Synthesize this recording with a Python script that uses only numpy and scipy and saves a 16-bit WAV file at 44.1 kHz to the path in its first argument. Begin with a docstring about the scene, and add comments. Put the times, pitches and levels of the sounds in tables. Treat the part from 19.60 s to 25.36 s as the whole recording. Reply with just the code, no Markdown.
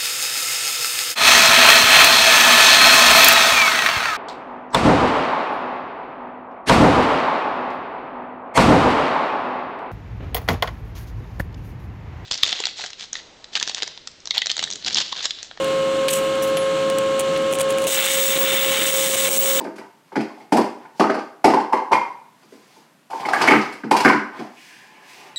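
"""Plastic cups are stacked into a pyramid and swept down on a mat on a wooden table in a bare small room.
Quiet air runs throughout. From the start blows ring cup air, cup wall and table as decaying modes; rims tick
as noise bursts, walls clack as modes. Soon cups and hands slide as grainy noise; at the end a palm drags
two resonances of filtered noise. Echoes last half a second; a small microphone cuts the bass and overloads."""
import sys
import numpy as np
from scipy import signal
from scipy.fft import rfft, irfft
from scipy.io import wavfile
from scipy.ndimage import uniform_filter1d

SR = 44100
rng = np.random.default_rng(int(sys.argv[2]) if len(sys.argv) > 2 else 0)


def pcm_store(signal):
    """Save signal as 16-bit PCM."""
    levels = np.round(np.clip(np.atleast_2d(signal), -1, 1) * 32767)
    wavfile.write(sys.argv[1], SR, levels.astype(np.int16).T)


def to_linear_factor(level_db):
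    """Convert decibel levels (scalar or array-like) to linear amplitude factors."""
    exponent = np.asarray(level_db, float) / 20
    return 10 ** exponent


N = 254016
TIME_S = np.arange(N) / SR

# spectrum of the quiet air: f/Hz, relative density/dB
AIR_SPECTRUM = [(24, -73.5), (40, -7), (126, 0), (266, -1), (472, -13.5), (522, -7.5), (1220, -10),
                (5580, -21.5), (13000, -26), (15500, -35)]
AIR_DB = -59.5

# cups set down or knocked: t/s, strength/dB, cup air f/Hz, table level re strength/dB
CUP_BLOWS = [(.004, -15, 911, -2), (.048, -17.5, 646, -0.5), (.068, -26.5, 890, 5), (0.18, -25.5, 710, 2),
             (0.213, -23.5, 902, -29), (.518, -23, 890, -4), (.556, -11, 846, -8), (.563, -12, 670, 7),
             (0.635, -39, 653, 4), (0.699, -27.5, 1042, -23), (.775, -25.5, 742, -33),
             (0.802, -29, 810, -2.5), (.922, -1, 793, 0), (0.931, -14.5, 890, 7.5), (.952, -6, 714, -26.5),
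             (.976, -4.5, 983, 2), (.999, -14, 556, -19), (1.25, -25, 866, -34), (1.348, -33.5, 896, -20),
             (1.38, -33.5, 842, -25), (1.396, -1.5, 742, -3.5), (1.406, -3.5, 830, -4.5),
             (1.438, -8, 888, -6), (1.495, -9.5, 672, -1), (1.551, -10.5, 810, -6), (1.757, -34, 740, -7),
             (1.843, 4, 788, -6), (1.85, -2, 871, -5.5), (1.88, -5, 737, -2), (1.935, -2, 996, -6),
             (1.969, -3.5, 883, -15), (2.015, -12.5, 948, -8.5), (2.069, -17, 818, -20),
             (2.124, -4.5, 876, -17), (2.132, 0, 983, -14.5), (2.169, -10, 893, -17.5),
             (2.219, -14.5, 900, -16), (2.311, -7, 857, -6.5), (2.32, -0.5, 925, -21.5),
             (2.33, 1, 989, -28.5), (2.352, -4, 983, -30.5), (2.382, -7, 991, -42), (2.83, -47, 826, 8),
             (2.922, -27.5, 417, -3.5), (3.161, -33, 896, -4.5), (3.5, -20.5, 794, -31),
             (3.512, -17, 894, -23), (3.531, -9.5, 910, -17.5), (3.598, -14, 802, -15),
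             (3.631, -15.5, 1033, -28), (3.651, -12.5, 844, -9), (3.685, -7, 786, -20),
             (3.71, -7, 825, -22), (3.733, -6.5, 758, -35), (3.761, -11, 810, -10), (3.81, -9, 885, -35),
             (3.839, -9, 936, -11.5), (3.88, -5.5, 928, 2), (3.909, -6.5, 876, 0.5), (3.919, -13.5, 893, 7),
             (3.933, -16.5, 910, 12.5), (4.234, -23.5, 917, 10.5), (4.243, -23.5, 800, -10),
             (4.312, 3, 873, -10), (4.348, -2, 953, -37), (4.403, -16, 902, -9), (4.448, -12, 602, 14),
             (4.456, -4.5, 754, -7), (4.498, -2.5, 991, -13), (4.53, -23, 690, 16),
             (4.789, -28, 1045, 14.5), (4.81, -17, 732, -16), (5.108, -49.5, 800, 11)]
# table top resonances: f/Hz, level/dB, t60/s
TABLE_TOP_MODES = [(142.4, -17.5, 0.16), (214.9, -7.5, 0.24), (246.5, -0.5, 0.13), (266.1, -4, 0.14),
                   (286.4, 5, 0.045), (299.7, -13.5, 0.37), (334.6, -4, 0.18), (394.2, 2, 0.11),
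                   (456.6, -7, 0.13), (514, 3, 0.058), (630, 1.5, 0.052)]
# thin cup wall resonances: f/Hz, level/dB, t60/s
CUP_WALL_MODES = [(1250, -1, 0.029), (1521, 1.5, 0.019), (1768, -4.5, 0.022), (1970, -3, 0.03),
                  (2144, -1, 0.042), (2379, -4, 0.038), (3110, -1.5, 0.033)]
PLACES = 4  # on the table, each with its own echoes
CUP_DB, TABLE_DB, WALL_DB = -2, -8.5, 2.5
CUP_T60_S, CONTACT_AT_0DB_S = 0.044, 0.0017
TABLE_TILT = -0.57  # dB an octave above 300 Hz, per dB of table level
WALL_SCATTER, WALL_FOCUS_DB_PER_OCTAVE = 0.03, 27.5
BLOW_WALL_DB, BLOW_WALL_HZ, BLOW_WALL_OCTAVES = -21, 1450, 0.23

# rims clattering together: t/s, strength/dB, brightness/dB
RIM_TICKS = [(.004, -34, 0), (0.037, -36, 1), (.156, -36.5, 2), (0.179, -35, -.5), (.52, -42.5, -6),
             (0.555, -23, -8.5), (0.603, -27, -5), (.805, -42, -12), (0.92, -16.5, 0.5), (.966, -18, 3),
             (1.009, -24.5, -14.5), (1.256, -64, -15), (1.395, -13, -6), (1.495, -22.5, -13.5),
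             (1.54, -26.5, -7), (1.585, -29.5, -13), (1.841, -10, -1.5), (1.897, -20, -17),
             (1.935, -20, -7), (1.997, -27, -9), (2.125, -24, -2), (2.166, -29.5, -14), (2.315, -18, -7),
             (2.323, -21.5, -3.5), (2.387, -38, -10), (2.823, -46, -4), (3.5, -33.5, 3.5), (3.6, -28, -3),
             (3.653, -24.5, -1), (3.684, -19.5, -6.5), (3.729, -18.5, 2), (3.813, -9, -8), (3.871, -13, -2),
             (3.906, -14.5, -6), (3.97, -31, -15), (4.012, -21, -28), (4.121, -30.5, 2),
             (4.237, -35.5, -19.5), (4.309, -12, -1), (4.364, -12, 1.5), (4.4, -15, -1), (4.445, -13, -1),
             (4.482, -16.5, -6), (4.524, -21, -25), (4.789, -30.5, -9)]
# spectrum of rim clatter: f/Hz, relative density/dB
RIM_SPECTRUM = [(900, 4.5), (1800, 1), (2600, 0.5), (3600, -9), (4900, -3), (6500, -12), (8300, -13),
                (11500, -18), (15500, -34)]
RIM_DB = -1.5
TICK_RISE_AT_0DB_S, TICK_DECAY_S, TICK_SOFTENING = 0.0021, 0.012, 0.15

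# cup walls clacking together: t/s, strength/dB, struck wall mode f/Hz
WALL_CLACKS = [(0.049, -25.5, 1480), (.068, -26.5, 1510), (.181, -28, 1560), (0.519, -32, 1390),
               (0.555, -19, 1580), (0.564, -16.5, 1680), (.599, -28, 2370), (.803, -42.5, 2150),
               (1.252, -34, 1530), (1.407, -5, 1240), (1.439, -9, 1250), (1.497, -10, 1450),
               (1.551, -14.5, 1200), (1.879, -15.5, 1250), (1.936, -14, 1510), (2.132, -19, 1980),
               (2.33, -10.5, 2200), (3.651, -17.5, 2030), (3.685, -16.5, 1250), (3.734, -4.5, 1500),
               (3.761, -17, 1560), (3.809, -9, 1390), (3.838, -15, 1520), (3.875, -3, 1760),
               (3.883, -2, 2000), (3.908, -6, 1290), (3.919, -6, 1970), (3.934, -3.5, 1380),
               (3.959, -8, 1860), (4.235, -21, 1505), (4.312, -16.5, 2410), (4.448, -2.5, 1500),
               (4.456, 0.5, 1620), (4.477, -1.5, 1590), (4.499, -3.5, 1600), (4.529, -9, 1516),
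               (4.81, -41, 1400), (5.576, -52, 2450)]

# sliding of cups, hands and sleeves, one table a stretch: t/s, level/dB, dullness/dB
SLIDE_STRETCHES = [
    [(.4, -77, -5), (.5, -62, 5)],
    [(.7, -45, 10), (.75, -63, -4), (.81, -63, -4), (.9, -90, -10)],
    [(1.15, -58, -6), (1.22, -69.5, 18), (1.32, -79, 7), (1.38, -42.5, -15)],
    [(2.72, -68, -3), (2.88, -69, -5), (2.935, -58, -6), (2.97, -63.5, -0.5), (3.17, -59.5, -6),
     (3.3, -75, 5)],
    [(3.5, -39.5, -7), (3.7, -59.5, 13), (3.74, -47.5, 6.5), (3.82, -36.5, 11.5), (3.875, -42.5, 16),
     (3.92, -41, 16), (4.3, -74, -7)],
    [(4.7, -56, 22), (4.8, -57, 11), (4.91, -65, 5), (4.99, -55.5, -16), (5.15, -54.5, -8.5),
     (5.39, -66.5, 9), (5.5, -51, -8.5), (5.62, -55, 1.5), (5.76, -63.5, 10)],
]
# spectrum of sliding friction: f/Hz, relative density/dB
SLIDE_SPECTRUM = [(59, -56), (100, -2), (162, -14), (320, -3), (552, -7.5), (977, 2), (1290, -12),
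                  (1730, -5.5), (2810, -10.5), (3850, -13), (4960, -11.5), (15500, -30.5)]
SLIDE_DB = -2.5

# palm dragging on the mat in two strokes: t/s, low resonance level/dB, high resonance level/dB
PALM_DRAG = [(4.95, -57, -60), (4.978, -69, -55), (5.11, -55, -56), (5.158, -54, -56),
             (5.374, -64.5, -63.5), (5.492, -55, -54), (5.498, -69, -53.5), (5.76, -71, -58.5)]
DRAG_HZ, DRAG_WIDTH_HZ = (1703, 2410), (190, 940)

# decay of the room by band: f/Hz, t60/s
ROOM_DECAY = [(150, 0.26), (400, 0.41), (1000, 0.46), (2500, 0.4), (6000, 0.38), (12000, 0.28)]
ROOM_DB, TABLE_ROOM_DB = -2, -6.5
HALL_DB, HALL_STRETCH = -21, 1.89  # hallway behind the open door: weaker, longer
MIC_LOW_HZ, DRIVE = 136.7, 1.24


def coloured(x, points):
    """Shapes x by a spectrum of (f/Hz, level/dB) points, to rms 1."""
    hz, db = np.transpose(points)
    grid_hz = np.maximum(np.arange(len(x) // 2 + 1) * SR / len(x), 1)
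    gain = to_linear_factor(np.interp(np.log(grid_hz), np.log(hz), db))
    y = irfft(rfft(x) * gain, len(x))
    return y / np.sqrt(np.mean(y ** 2))


def walk(rate_hz):
    """Random levels held 1 / rate_hz and slewed twice; spread near 1."""
    hold = int(SR / rate_hz)
    steps = np.repeat(rng.standard_normal(N // hold + 1), hold)
    return 1.3 * uniform_filter1d(uniform_filter1d(steps, hold), hold)[:N]


def quiet_air():
    """Coloured noise whose level wanders slowly."""
    return to_linear_factor(AIR_DB + 2 * walk(0.91)) * coloured(rng.standard_normal(N), AIR_SPECTRUM)


def contact_s(db):
    """A lighter blow is a softer, longer push."""
    return CONTACT_AT_0DB_S * to_linear_factor(-0.25 * db)


def add_modes(out, s, hz, db, t60_s, push_s):
    """Adds decaying modes at time s; the contact lets them swell over a moment."""
    start = int(s * SR)
    t = TIME_S[:min(16384, N - start), None]
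    decay = np.exp(-np.log(1000) * t / t60_s)
    swell = (1 - np.exp(-t / push_s)) ** 2
    ring = np.sin(2 * np.pi * hz * t) * decay * swell
    out[start:start + len(t)] += ring @ to_linear_factor(db)


def wall_modes(db, struck_hz):
    """f/Hz, level/dB and t60/s of the cup wall, strongest near the struck mode."""
    hz, mode_db, t60_s = np.transpose(CUP_WALL_MODES)
    focus_db = -WALL_FOCUS_DB_PER_OCTAVE * np.abs(np.log2(hz / struck_hz))
    scattered_hz = hz * (1 + WALL_SCATTER * rng.standard_normal(len(hz)))
    return scattered_hz, db + WALL_DB + mode_db + focus_db, t60_s


def blows():
    """Each blow shakes cup air, cup wall and table top; returns a row for each place, and the table top."""
    places, table = np.zeros((PLACES, N)), np.zeros(N)
    table_hz, table_db, table_t60_s = np.transpose(TABLE_TOP_MODES)
    for k, (s, db, air_hz, low_db) in enumerate(CUP_BLOWS):
        place = places[k % PLACES]
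        # neighbouring cups give close companions to the main air note
        notes_hz = air_hz * np.array([1, 0.92, 1.09]) * (1 + 0.016 * rng.standard_normal(3))
        notes_db = db + CUP_DB + np.array([0, -6, -7])
        add_modes(place, s, notes_hz, notes_db, CUP_T60_S, contact_s(db))
        # the wall is stirred at a chance spot
        spot_hz = BLOW_WALL_HZ * 2 ** (BLOW_WALL_OCTAVES * rng.standard_normal())
        add_modes(place, s, *wall_modes(db + BLOW_WALL_DB, spot_hz), 0.25 * contact_s(db))
        # a blow that reaches the table only through other cups favours its high modes
        tilt_db = TABLE_TILT * low_db * np.log2(table_hz / 300)
        chance_hz, chance_db = rng.standard_normal((2, len(table_hz)))
        shake_hz = table_hz * (1 + 0.0096 * chance_hz)
        shake_db = db + low_db + TABLE_DB + table_db + tilt_db + 2.5 * chance_db
        add_modes(table, s, shake_hz, shake_db, table_t60_s, 2.26 * contact_s(db))
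    return places, table


def grains(spread_db):
    """Noise of many tiny contacts of uneven size."""
    size_db = spread_db * np.minimum(rng.exponential(size=N), 4.0)
    return rng.standard_normal(N) * to_linear_factor(size_db)


def split(x, hz):
    """x below and above hz."""
    low = signal.sosfiltfilt(signal.butter(2, hz, fs=SR, output="sos"), x)
    return low, x - low


def rims():
    """Each meeting of rims is a short burst of contacts, coloured by the thin plastic."""
    low, high = split(coloured(grains(2.5), RIM_SPECTRUM), 6500)
    out = np.zeros(N)
    t = TIME_S[:8192]
    for s, db, bright_db in RIM_TICKS:
        start = int(s * SR)
        at = slice(start, start + len(t))
        rise_s = TICK_RISE_AT_0DB_S * to_linear_factor(-TICK_SOFTENING * db)  # lighter rims meet more slowly
        burst = (1 - np.exp(-t / rise_s)) ** 2 * np.exp(-t / TICK_DECAY_S)
        out[at] += to_linear_factor(db + RIM_DB) * burst * (low[at] + to_linear_factor(bright_db) * high[at])
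    return out


def clacks():
    """Cup walls meet and ring near the struck mode; one row for each place."""
    places = np.zeros((PLACES, N))
    for k, (s, db, struck_hz) in enumerate(WALL_CLACKS):
        add_modes(places[k % PLACES], s, *wall_modes(db, struck_hz), 0.42 * contact_s(db))
    return places


def sliding():
    """Dense tiny grains of friction; a duller share swells on its own."""
    low, high = split(coloured(grains(2.1), SLIDE_SPECTRUM), 2610)
    out = np.zeros(N)
    for stretch in SLIDE_STRETCHES:
        s, level_db, dull_db = np.transpose(stretch)
        fade = np.clip(np.minimum(TIME_S - s[0], s[-1] + 0.031 - TIME_S) / 0.1, 0, 1)
        level = to_linear_factor(np.interp(TIME_S, s, level_db))
        dullness = to_linear_factor(np.interp(TIME_S, s, dull_db))
        out += fade * level * (high + low * dullness)
    return out / np.std(high) * to_linear_factor(SLIDE_DB + 0.88 * walk(30))


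def drag_resonance(s, db, hz, width_hz):
    """Stick and slip feed one resonance: low-passed noise on two quadrature carriers."""
    fade = np.clip((TIME_S - s[0]) / 0.024, 0, 1)
    low_pass = signal.butter(2, width_hz / 2, fs=SR, output="sos")
    slip = signal.sosfilt(low_pass, rng.standard_normal((2, N)))
    phase = 2 * np.pi * hz * TIME_S
    ring = slip[0] * np.cos(phase) + slip[1] * np.sin(phase)
    level_db = np.interp(TIME_S, s, db) + 1.6 * walk(35)
    return fade * to_linear_factor(level_db) * ring / np.std(ring)


def palm_drag():
    """A palm dragging on the mat sounds two resonances."""
    s, *levels_db = np.transpose(PALM_DRAG)
    return sum(drag_resonance(s, *one) for one in zip(levels_db, DRAG_HZ, DRAG_WIDTH_HZ))


def room(x, wet_db):
    """Dense reflections from bare walls; each band dies at its own pace."""
    t = TIME_S[:SR]
    band_hz = np.transpose(ROOM_DECAY)[0]
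    edges_hz = [60, *np.sqrt(band_hz[:-1] * band_hz[1:]), 18000]
    tail = np.zeros(SR)
    for low_hz, high_hz, (_, t60_s) in zip(edges_hz, edges_hz[1:], ROOM_DECAY):
        band_pass = signal.butter(2, (low_hz, high_hz), "band", fs=SR, output="sos")
        band = signal.sosfilt(band_pass, rng.standard_normal(SR))
        near = np.exp(-np.log(1000) * t / t60_s)
        hall = to_linear_factor(HALL_DB) * np.exp(-np.log(1000) * t / (HALL_STRETCH * t60_s))
        tail += band * (near + hall)
    tail *= 1 - np.exp(-(t / 0.0011) ** 2)  # the reflections build up within about 2 ms
    tail /= np.sqrt(np.sum(tail ** 2))
    return x + to_linear_factor(wet_db) * signal.fftconvolve(x, tail)[:N]


def scene():
    """Cups, rims and friction in the room, over quiet air; each place on the table has its own echoes."""
    air = quiet_air()
    places, table = blows()
    ticks = rims()
    places = places + clacks()
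    friction = sliding() + palm_drag()
    cups = sum(room(place, ROOM_DB) for place in places)
    table = room(table, TABLE_ROOM_DB)  # the table top is close by
    return (cups + table + room(ticks + friction, ROOM_DB) + air)[None]


def band_limit(x):
    """A steep low-pass at the top of the band."""
    return signal.sosfilt(signal.butter(12, 15880, fs=SR, output="sos"), x)


def record(dry):
    """The microphone drops the bass and rounds off the hardest peaks."""
    high_pass = signal.butter(6, MIC_LOW_HZ, "high", fs=SR, output="sos")
    driven = DRIVE * signal.sosfilt(high_pass, dry)
    mix = driven / (1 + np.abs(driven) ** 4) ** (1 / 4)
    return band_limit(mix)


dry = scene()
out = record(dry)
pcm_store(out)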